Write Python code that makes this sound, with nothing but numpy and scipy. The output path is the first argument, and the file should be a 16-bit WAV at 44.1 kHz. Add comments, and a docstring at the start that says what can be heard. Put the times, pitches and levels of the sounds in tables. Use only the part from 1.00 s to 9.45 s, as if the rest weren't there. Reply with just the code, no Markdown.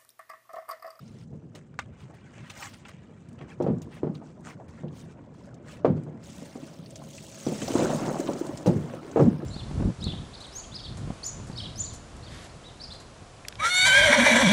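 """A wet net trap is handled over the side of a small boat at night. From the start the hull rumbles softly
(shaped noise) while the netting rustles and sheds spray and ticks (noisy grains and ringing drops).
Soft knocks and a snap come early: blows ring the hull modes, hard contacts ring the light frame. Harder knocks
follow. A faint narrow-band hum enters after five seconds, and from about six and a half the frame is knocked
and dragged over the hull in a dense flurry, with the net shaken hardest at its beginning."""
import sys
import numpy as np
from scipy import signal
from scipy.io import wavfile

SR = 44100
rng = np.random.default_rng(int(sys.argv[2]) if len(sys.argv) > 2 else 0)


def file_out(sig):
    """Save sig as 16-bit WAV at sys.argv[1]."""
    # one column per channel
    cols = np.atleast_2d(sig).T
    # limit, then scale
    lim = np.clip(cols, -1, 1)
    pcm = np.round(lim * 32767).astype(np.int16)
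    wavfile.write(sys.argv[1], SR, pcm)


N = 372644
STRIKE_SPREAD_DB = 3    # blows land unevenly on the modes
LOUDEST_GRAIN_DB = 17


def from_db(db):
    """Decibels to a linear gain."""
    return 10 ** (np.asarray(db) / 20)


def rms_one(x):
    """Scale a signal to rms 1."""
    return x / np.sqrt(np.mean(x ** 2) + 1e-20)


def sieve(x, order, hz, kind="low"):
    """Butterworth filter: low, high or band."""
    return signal.sosfilt(signal.butter(order, hz, kind, fs=SR, output="sos"), x)


def in_time(rows):
    """Columns of a curve table at every sample."""
    s, *columns = np.transpose(rows)
    return [np.interp(np.arange(N) / SR, s, column) for column in columns]


def at_hz(points, hz):
    """A spectrum read on a log-frequency axis."""
    point_hz, values = np.array(points).T
    return np.interp(np.log(hz), np.log(point_hz), values)


def clicks(times, sizes):
    """One impulse for each event."""
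    out = np.full(N, 1e-18)
    np.add.at(out, (np.asarray(times) * SR).astype(int), sizes)
    return out


def ring(x, hz, t60):
    """A two-pole resonator: a unit click sets a decaying sine of height 1 ringing."""
    r, w = from_db(-60 / (t60 * SR)), 2 * np.pi * hz / SR
    return signal.lfilter([0, np.sin(w)], [1, -2 * r * np.cos(w), r * r], x)


def swell_and_die(x, rise_s, t60):
    """Each click becomes a gain that rises with a time constant and then decays."""
    rise, fall = np.exp(-1 / (rise_s * SR)), from_db(-60 / (t60 * SR))
    return signal.lfilter([1 - rise], np.convolve([1, -rise], [1, -fall]), x)


def bands(source, low_hz, high_hz):
    """Half-octave slices with their centres; neighbours take unrelated rows of the source."""
    edges = low_hz * 2 ** np.arange(0, np.log2(high_hz / low_hz), .5)
    for k, low in enumerate(edges):
        yield low * 2 ** (1 / 4), sieve(source[k % 2], 2, [low, low * np.sqrt(2)], "band")


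def flicker(rate):
    """Slow random wander of rms 1 at every 20th sample."""
    r = np.exp(-40 * np.pi * rate / SR)
    noise = rng.standard_normal(N // 20 + 2002)
    return rms_one(signal.lfilter([1], [1, -2 * r, r * r], noise)[2000:])


def grains(per_s, spread_db, smooth):
    """Two rows of random clicks of uneven size at shared moments, over a share of smooth noise."""
    born = rng.random(N) < per_s / SR
    sizes = born * from_db(np.minimum(spread_db * rng.exponential(1, N), LOUDEST_GRAIN_DB))
    puffs = signal.lfilter([1], [1, -.96], sizes)    # each grain is a puff that dies within milliseconds
    return (rms_one(puffs) + smooth) * rng.standard_normal((2, N))


def coloured(source, spectrum, low_hz, high_hz, patchy_db, rate):
    """A source shaped band by band, each band flickering partly with the others; rms 1."""
    together, out = flicker(rate), 0
    for hz, band in bands(source, low_hz, high_hz):
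        gain = from_db(at_hz(spectrum, hz) + patchy_db * (0.69 * together + flicker(rate)))
        out = out + np.interp(np.arange(N) / 20, np.arange(len(gain)), gain) * band
    return rms_one(out)


def pings(per_s, spectrum, low_hz, high_hz, turns, count):
    """Random clicks dealt to resonators spread in pitch, each ringing for some cycles; rms 1."""
    sizes = (rng.random(N) < per_s / SR) * from_db(4.9 * np.minimum(rng.exponential(1, N), 4))
    dealt = rng.integers(0, count, N)
    out = 0
    for k, hz in enumerate(np.geomspace(low_hz, high_hz, count)):
        drops = sizes * (dealt == k) + 1e-18
        rung = ring(ring(drops, hz, turns / hz), hz, turns / hz)
        out = out + from_db(at_hz(spectrum, hz)) * hz ** 2 * rung    # hz squared offsets the shorter high rings
    return rms_one(out)


# Spectrum of the hull rumble. Each row: frequency in Hz, relative level in dB per Hz.
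RUMBLE_SPECTRUM = [(15, -61), (25, -50), (64, 0), (141, 8), (271, 0.5), (299, -5), (348, -8.5),
                   (500, -11.5), (650, -59), (1100, -120)]


def rumble_texture():
    """Lumpy low noise of the hull on the water; rms 1."""
    return coloured(rng.standard_normal((2, N)), RUMBLE_SPECTRUM, 21.78, 500, patchy_db=2.5, rate=13.0)


# Spectrum of the dragged frame. Each row: frequency in Hz, relative level in dB per Hz.
DRAG_SPECTRUM = [(71, -32), (120, -2), (141, -3), (352, -3), (457, -11), (593, -5), (787, -21),
                 (892, -13.5), (1800, -26), (2340, -57), (3960, -120)]


def drag_texture():
    """The frame stutters over the planks: sparse noisy grains with short woody pings among them."""
    scrape = coloured(grains(120, spread_db=5.5, smooth=2.5), DRAG_SPECTRUM, 130.6, 1900, patchy_db=-2.5, rate=15)
    return 0.55 * scrape + .6 * pings(1100, DRAG_SPECTRUM, 231.5, 1667, turns=14.0, count=16)


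# Changing background shaking of the hull by water, feet and the dragged frame.
# Each row: time in seconds, rumble level in dB, drag level in dB.
SHAKING = [(0.0, -49, -63), (2.2, -51, -61.5), (2.4, -48, -54), (3.5, -48, -54), (4.6, -48.5, -52),
           (5.8, -50, -52), (6.4, -50.5, -53), (6.68, -41, -45.5), (6.85, -43, -25.5), (7.0, -50, -31),
           (7.4, -53, -38.5), (7.55, -47, -42.5), (8.1, -50, -41.5), (8.45, -57, -43.5)]
SHUDDER_RUMBLE_DB, SHUDDER_DRAG_DB = -9.5, -25    # relative to the boom of the blow


def hull_noise():
    """Rumble and drag follow the background shaking, and both swell again in the shudder after each blow."""
    rumble_db, drag_db = in_time(SHAKING)
    rumble, drag, after = rumble_texture(), drag_texture(), shudder()
    boom = sieve(rumble, 2, 105, "high")
    rattle = sieve(drag, 4, 600)
    background = from_db(rumble_db) * rumble + from_db(drag_db) * drag
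    return background + after * (from_db(SHUDDER_RUMBLE_DB) * boom + from_db(SHUDDER_DRAG_DB) * rattle)


# Spectrum of the coarse rustle. Each row: frequency in Hz, relative level in dB per Hz.
RUSTLE_SPECTRUM = [(500, 4.5), (900, -1), (1400, -1), (2300, -2.5), (3200, -8.5), (4500, -20.5), (8000, -9)]


def rustle_texture():
    """Coarse crackle of wet mesh: dense grains with ringing drops among them."""
    crackle = coloured(grains(630, spread_db=4.0, smooth=1.0), RUSTLE_SPECTRUM, 524, 7000, patchy_db=3.5, rate=11)
    return 0.45 * crackle + .4 * pings(3000, RUSTLE_SPECTRUM, 804, 5016, turns=43, count=18)


# Spectrum of the fine spray. Each row: frequency in Hz, relative level in dB per Hz.
SPRAY_SPECTRUM = [(1800, 4), (3000, 7), (5000, 7.5), (6500, 11), (9000, 4.5), (12000, 4), (16000, -8)]


def spray_texture():
    """Fine spray: uneven bright grains with small high drops ringing among them."""
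    hiss = coloured(grains(420, spread_db=8.0, smooth=2.16), SPRAY_SPECTRUM, 2012, 16000, patchy_db=2.5, rate=32)
    return 0.92 * hiss + .6 * pings(1500, SPRAY_SPECTRUM, 2764, 9560, turns=50, count=14)


# Changing background rustle and spray of the netting.
# Each row: time in seconds, coarse rustle level in dB, fine spray level in dB.
NET_BACKGROUND = [(0.0, -61.5, -64.5), (0.23, -65, -63), (0.26, -76, -79.5), (0.9, -65.5, -89),
                  (1.3, -56.5, -77), (1.5, -49.5, -60.5), (1.78, -62, -60.5), (1.82, -58, -80),
                  (3.4, -77, -76.5), (3.8, -69, -84), (5.19, -65, -80), (5.24, -57.5, -55.5),
                  (5.7, -57, -57.5), (5.85, -76, -59.5), (6.33, -55, -52.5), (6.82, -38.5, -42),
                  (6.97, -49, -48), (7.5, -53, -56), (8.45, -59, -60)]


def net():
    """Rustle and spray follow their changing background plus the flicks and brushes of the mesh."""
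    rustle_gain, spray_gain = from_db(in_time(NET_BACKGROUND)) + flicks() + brushes()
    spray = spray_texture()
    dull = sieve(spray, 6, 9300)
    brightness = np.clip(from_db(54.5) * spray_gain, 0, 1)    # fainter spray is duller above 9.3 kHz
    spray = dull + brightness * (spray - dull)
    return rustle_gain * rustle_texture() + spray_gain * spray


# Ticks and slaps of drops and knots. Each row: start in seconds, level in dB, pitch in Hz.
DROP_TICKS = [(0.0785, -51, 6100), (0.5507, -43.5, 4500), (0.7896, -29.5, 2190), (1.5, -33.5, 2880),
              (1.627, -33, 2470), (1.8515, -39, 2680), (2.288, -50.5, 9100), (2.329, -52, 9100),
              (2.388, -49.5, 3000), (2.624, -56, 2660), (2.783, -52.5, 7140), (2.818, -40.5, 6660),
              (3.1518, -40.5, 4130), (3.407, -53, 9000), (3.882, -51, 3430), (4.5431, -48.5, 6940),
              (4.853, -40, 2440), (5.035, -51, 8960), (5.86, -43.5, 4570), (5.9055, -37.5, 8150),
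              (5.957, -36, 6550), (6.1805, -38, 2600), (6.4662, -36, 4730), (6.6188, -31.5, 2940),
              (6.678, -32, 4840), (7.0594, -37, 5870), (7.238, -45, 6740), (7.2734, -34.5, 3040),
              (7.334, -34, 7000), (7.4663, -33.5, 8340), (7.573, -33.5, 6900), (7.66, -36.5, 2850),
              (7.897, -37, 1500), (8.114, -41, 6600)]
TICK_T60_S = 0.045


def ticks():
    """A noisy ping at its own pitch on top of a broad crack, sudden and dying."""
    out, age = np.zeros(N), np.arange(int(.12 * SR)) / SR
    for start, level_db, hz in DROP_TICKS:
        puff = rng.standard_normal(len(age)) * from_db(-60 * age / TICK_T60_S)
        ping = ring(puff, hz, 8.1 / hz)
        tick = ping / np.abs(ping).max() + 0.014 * puff
        at = int(start * SR)
        out[at:at + len(age)] += from_db(level_db) * tick[:N - at]
    return sieve(out, 1, [1500, 9000], "band")


# Blows of the trap frame on the hull. 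Each row: start in seconds, blow strength in dB, thud pitch in Hz,
# hull ringing relative to the blow in dB, hardness in dB.
BLOWS = [(0.328, -37, 151, -9, -13), (0.545, -36.5, 313, -11.5, -6), (1.098, -47, 600, -7, 14),
         (1.135, -44.5, 700, -11.5, 11), (2.095, -44.5, 490, -10.5, -2), (2.365, -41, 151, -18, -2),
         (2.408, -33, 151, -10.5, 5), (2.602, -13, 390, -12.5, 1), (2.639, -16, 174, -17, 10.5),
         (2.665, -13.5, 493, -12, -4.5), (2.672, -18.5, 304, -14.5, -6), (2.697, -11, 250, -34, -14),
         (3.032, -10.5, 385, -15, -2), (3.069, -21, 410, -16, 7), (3.093, -17.5, 205, -24.5, 6),
         (3.215, -42, 153, -6.5, 15), (3.599, -35, 760, -11.5, 16), (3.835, -25.5, 190, -11.5, -8.5),
         (4.847, -7, 552, -9.5, 6.5), (4.873, -17, 262, -20.5, -20.5), (4.894, -15.5, 151, -18.5, -14.5),
         (5.065, -35, 696, -7.5, -1), (5.418, -32.5, 282, -11.5, -3), (5.554, -25, 290, -13.5, 5),
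         (5.627, -27.5, 290, -24, -15), (5.788, -29, 182, -20.5, -13), (6.017, -38.5, 312, -14, 24.5),
         (6.466, -12.5, 305, -12.5, -0.5), (6.519, -17.5, 250, -16.5, 7), (6.618, -18, 316, -16.5, 10),
         (6.681, -19, 624, -12, 6.5), (6.703, -16.5, 332, -22, 13), (6.74, -19, 500, -14, 5),
         (6.753, -5, 326, -17, 9.5), (6.789, -23.5, 284, -5.5, 2), (6.823, -14.5, 300, -10.5, 1),
         (6.858, -12, 360, -19, 1), (6.943, -18, 202, -15.5, -8), (7.08, -23, 258, -7, 7.5),
         (7.156, -22, 642, -15.5, 21), (7.196, -12.5, 340, -22, 10), (7.243, -27.5, 330, -10.5, 4),
         (7.287, -14, 323, -12.5, 4.5), (7.411, -13, 353, -28, 10), (7.446, -25, 340, -12, 3),
         (7.491, -20, 326, -20, 15), (7.66, -17, 403, -7.5, 1), (7.67, -7, 171, -14.5, -3.5),
         (7.687, -7.5, 175, -19, -11), (7.755, -23, 169, -12.5, -13), (7.937, -23.5, 570, -20, 8),
         (8.16, -8, 463, -14, 10.5), (8.171, -18, 310, -6, 1.5), (8.195, -11.5, 284, -6.5, 0),
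         (8.216, -8.5, 171, -18.5, -17.5), (8.429, -19, 335, -15.5, -6)]
THUD_DB, THUD_CYCLES = -7.0, 1.4    # level beside the blow; cycles to the top of an average thud
THUD_SHORTER, THUD_SAG = 0.22, 0.03    # dB shorter per dB of strength; pitch sag per cycle at the start


def thuds():
    """Each blow is a short dull sine that swells for a cycle or two, sags in pitch and dies."""
    out, age = np.zeros(N), np.arange(int(.1 * SR)) / SR
    mean_db = np.mean([row[1] for row in BLOWS])
    for start, level_db, hz, _, _ in BLOWS:
        turns = age * hz / THUD_CYCLES * from_db(THUD_SHORTER * (level_db - mean_db))
        envelope = (turns * np.exp(1 - turns)) ** 2
        tone = np.sin(2 * np.pi * np.log1p(THUD_SAG * hz * age) / THUD_SAG)
        at = int(start * SR)
        out[at:at + len(age)] += (from_db(level_db + THUD_DB) * envelope * tone)[:N - at]
    return out


BOOM_DB, EDGE_DB = -6, -6    # low and high ringing beside the middle


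def blow_clicks(hz, extra_db=0):
    """Impulses with which the blows drive the hull at one pitch; a harder blow trades boom for edge."""
    s, strength_db, _, body_db, hard_db = np.transpose(BLOWS)
    boom_db, edge_db = body_db + BOOM_DB - hard_db, body_db + EDGE_DB + hard_db
    low, high = at_hz([(170, 1), (260, 0.048)], hz), at_hz([(550, 0), (900, 1.0)], hz)
    ringing_db = low * boom_db + (1.5 - low - high) * body_db + high * edge_db
    return clicks(s, from_db(strength_db + ringing_db + extra_db))


# Ringing modes of the hollow hull. Each row: pitch in Hz, relative level in dB, longest t60 in seconds.
HULL_MODES = [(151, 3, 1), (244, -13, 0.14), (357, -2.5, 0.38), (452.7, 0, 0.25), (493.5, -2, 0.81),
              (590, -4.5, 0.43), (660, -6.5, 0.84), (747, -16, 1), (817, -34, 0.26), (930, -20.5, 0.74)]
WET_TURNS = 80    # the water damps a mode within so many cycles


def hull_ringing():
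    """Every blow sets the hull modes ringing, each a little unevenly."""
    out = 0
    for hz, level_db, t60 in HULL_MODES:
        uneven_db = STRIKE_SPREAD_DB * rng.standard_normal(len(BLOWS))
        out = out + ring(blow_clicks(hz, level_db + uneven_db), hz, min(t60, WET_TURNS / hz))
    return sieve(out, 2, [90, 1800], "band")    # wet wood meets wet wood: no hard click


# Dense blur of lesser hull modes. Each row: frequency in Hz, relative level in dB per Hz.
BLUR_SPECTRUM = [(60, -26), (90, -29.5), (166, -0.5), (474, -2.5), (900, -5.5), (1500, -34), (2500, -48),
                 (4000, -69)]
# How long that blur lasts. Each row: frequency in Hz, t60 in seconds.
BLUR_DECAY = [(80, 0.19), (250, 0.29), (600, 0.16), (1500, 0.042), (4000, .04)]


def hull_blur():
    """Crowded lesser modes are noise bands opened by each blow, mostly dying faster towards the top."""
    out = 0
    for hz, band in bands(rng.standard_normal((2, N)), 75.8, 3500):
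        fall = from_db(-60 / (at_hz(BLUR_DECAY, hz) * SR))
        fade = signal.lfilter([1], [1, -fall], blow_clicks(hz))
        rise = np.exp(-hz / (.6 * SR))    # a band needs about a cycle to build up
        fade = signal.lfilter([(1 - rise) ** 2], [1, -2 * rise, rise ** 2], fade)
        out = out + from_db(at_hz(BLUR_SPECTRUM, hz) + 22) * fade * band
    return out


def knocks():
    """The frame knocks on the hull: thud, ringing modes and blur together."""
    return sieve(thuds() + hull_ringing() + hull_blur(), 3, 75, "high")


def shudder():
    """Gain of the shaking of the whole hull that swells after each blow and dies away."""
    s, strength_db, _, body_db, hard_db = np.transpose(BLOWS)
    return swell_and_die(clicks(s, from_db(strength_db + body_db - hard_db)), rise_s=0.02, t60=0.39)


# Sudden flicks of the wet mesh. Each row: start in seconds, coarse level in dB, fine level in dB.
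MESH_FLICKS = [(0.549, -45.5, -52), (0.789, -33, -55), (0.925, -64, -89), (1.138, -61, -58),
               (1.495, -52, -55), (1.622, -41, -58), (1.732, -50, -61.5), (1.852, -43, -60),
               (1.881, -44.5, -52), (2.383, -55, -80), (2.409, -44.5, -84), (2.62, -58, -53.5),
               (2.817, -64, -52.5), (3.145, -56, -57.5), (3.68, -54, -56), (4.338, -77, -64),
               (4.848, -64, -63), (4.96, -62, -67), (7.565, -83, -73), (7.66, -46, -41), (7.934, -54, -86)]


def flicks():
    """Gains of rustle and spray that jump up at each flick and die away."""
    s, *levels_db = np.transpose(MESH_FLICKS)
    return np.array([swell_and_die(clicks(s, from_db(db)), rise_s=0.0026, t60=0.11) for db in levels_db])


# Hard snaps of the frame. Each row: start in seconds, level in dB.
FRAME_SNAPS = [(0.742, -44), (0.79, -20.5), (0.794, -23), (6.618, -26)]
# What the frame rings with. 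Each row: pitch in Hz, relative level in dB, free t60 in seconds.
FRAME_MODES = [(1180, 6, 0.2), (1500, 18.5, 0.038), (3230, -32, 0.062), (3430, -21, 0.084),
               (3920, -26, 0.076)]
SNAP_T60_SHARE = 0.23    # share of the free t60 that is heard


def snaps():
    """Hard short contacts ring the light frame and crack broadly."""
    s, snap_db = np.transpose(FRAME_SNAPS)
    rings = 0
    for hz, level_db, t60 in FRAME_MODES:
        uneven_db = STRIKE_SPREAD_DB * rng.standard_normal(len(s))
        struck = clicks(s, from_db(snap_db + level_db - 20.5 + uneven_db))
        rings = rings + ring(struck, hz, SNAP_T60_SHARE * t60)
    fade = signal.lfilter([1], [1, -np.exp(-1 / (0.0027 * SR))], clicks(s, from_db(snap_db - 11.5)))
    return rings + fade * sieve(rng.standard_normal(N), 2, [600, 5000], "band")


# Brushes of the mesh that swell and fade.
# Each row: middle in seconds, length in seconds, coarse level in dB, fine level in dB.
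MESH_BRUSHES = [(1.016, 0.11, -60.5, -62), (1.628, 0.23, -44, -56), (2.513, 0.089, -49, -64),
                (2.954, 0.14, -49, -58.5), (3.277, 0.13, -65, -73), (3.493, 0.15, -44.5, -58),
                (3.782, 0.17, -57.5, -69), (3.996, 0.2, -72.5, -57), (4.112, 0.077, -59, -69),
                (4.435, 0.23, -73, -67), (4.721, 0.2, -49.5, -56.5), (8.217, 0.22, -70, -64)]
BRUSH_BLUNTNESS = 2.1    # small = flat top with steep ends


def brushes():
    """Gains of rustle and spray that swell and fade as a power of half a sine."""
    gain = np.zeros((2, N))
    for middle, length, *level_db in MESH_BRUSHES:
        a, b = int((middle - length / 2) * SR), int((middle + length / 2) * SR)
        swell = np.sin(np.linspace(0, np.pi, b - a)).clip(0) ** BRUSH_BLUNTNESS
        gain[:, a:b] += from_db(level_db)[:, None] * swell
    return gain


# Faint hum while the trap is held over the side. 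Each row: time in seconds, level in dB.
HUM_LEVEL = [(5.2, -67), (6.42, -58), (6.7, -55), (7.7, -54)]
# Its two close bands. Each row: centre in Hz, width of one resonator in Hz, relative level in dB.
HUM_TONES = [(555, 30, 0), (645, 30, -1)]


def hum():
    """Noise through two paired resonators, fading in and out within 0.1 s at the ends."""
    out = 0
    for hz, width_hz, level_db in HUM_TONES:
        t60 = np.log(1000) / (np.pi * width_hz)
        out = out + from_db(level_db) * rms_one(ring(ring(rng.standard_normal(N), hz, t60), hz, t60))
    before, after = (HUM_LEVEL[0][0] - .1, -90), (HUM_LEVEL[-1][0] + .1, -90)
    level_db, = in_time([before, *HUM_LEVEL, after])
    return from_db(level_db) * out


def scene():
    """Hull, net and small contacts in the open air."""
    return (hull_noise() + net() + ticks() + knocks() + snaps() + hum())[None]


# Colour of the small microphone. 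Each row: frequency in Hz, gain in dB.
MICROPHONE_COLOUR = [(8800, 2), (10000, -6), (13000, -5.5), (14200, -7), (14900, 10), (16000, -11)]
CUTOFF_HZ = 15800


def record(dry):
    """The small microphone dips above 9 kHz and peaks again near 15 kHz; the top is cut steeply."""
    hz = np.linspace(0, SR / 2, 65)
    colour = signal.firwin2(65, hz, from_db(at_hz(MICROPHONE_COLOUR, hz + 1)), fs=SR)
    heard = signal.fftconvolve(dry, colour[None], mode="same")
    return signal.sosfilt(signal.ellip(12, .5, 60, CUTOFF_HZ, fs=SR, output="sos"), heard)


dry = scene()
out = record(dry)
file_out(out)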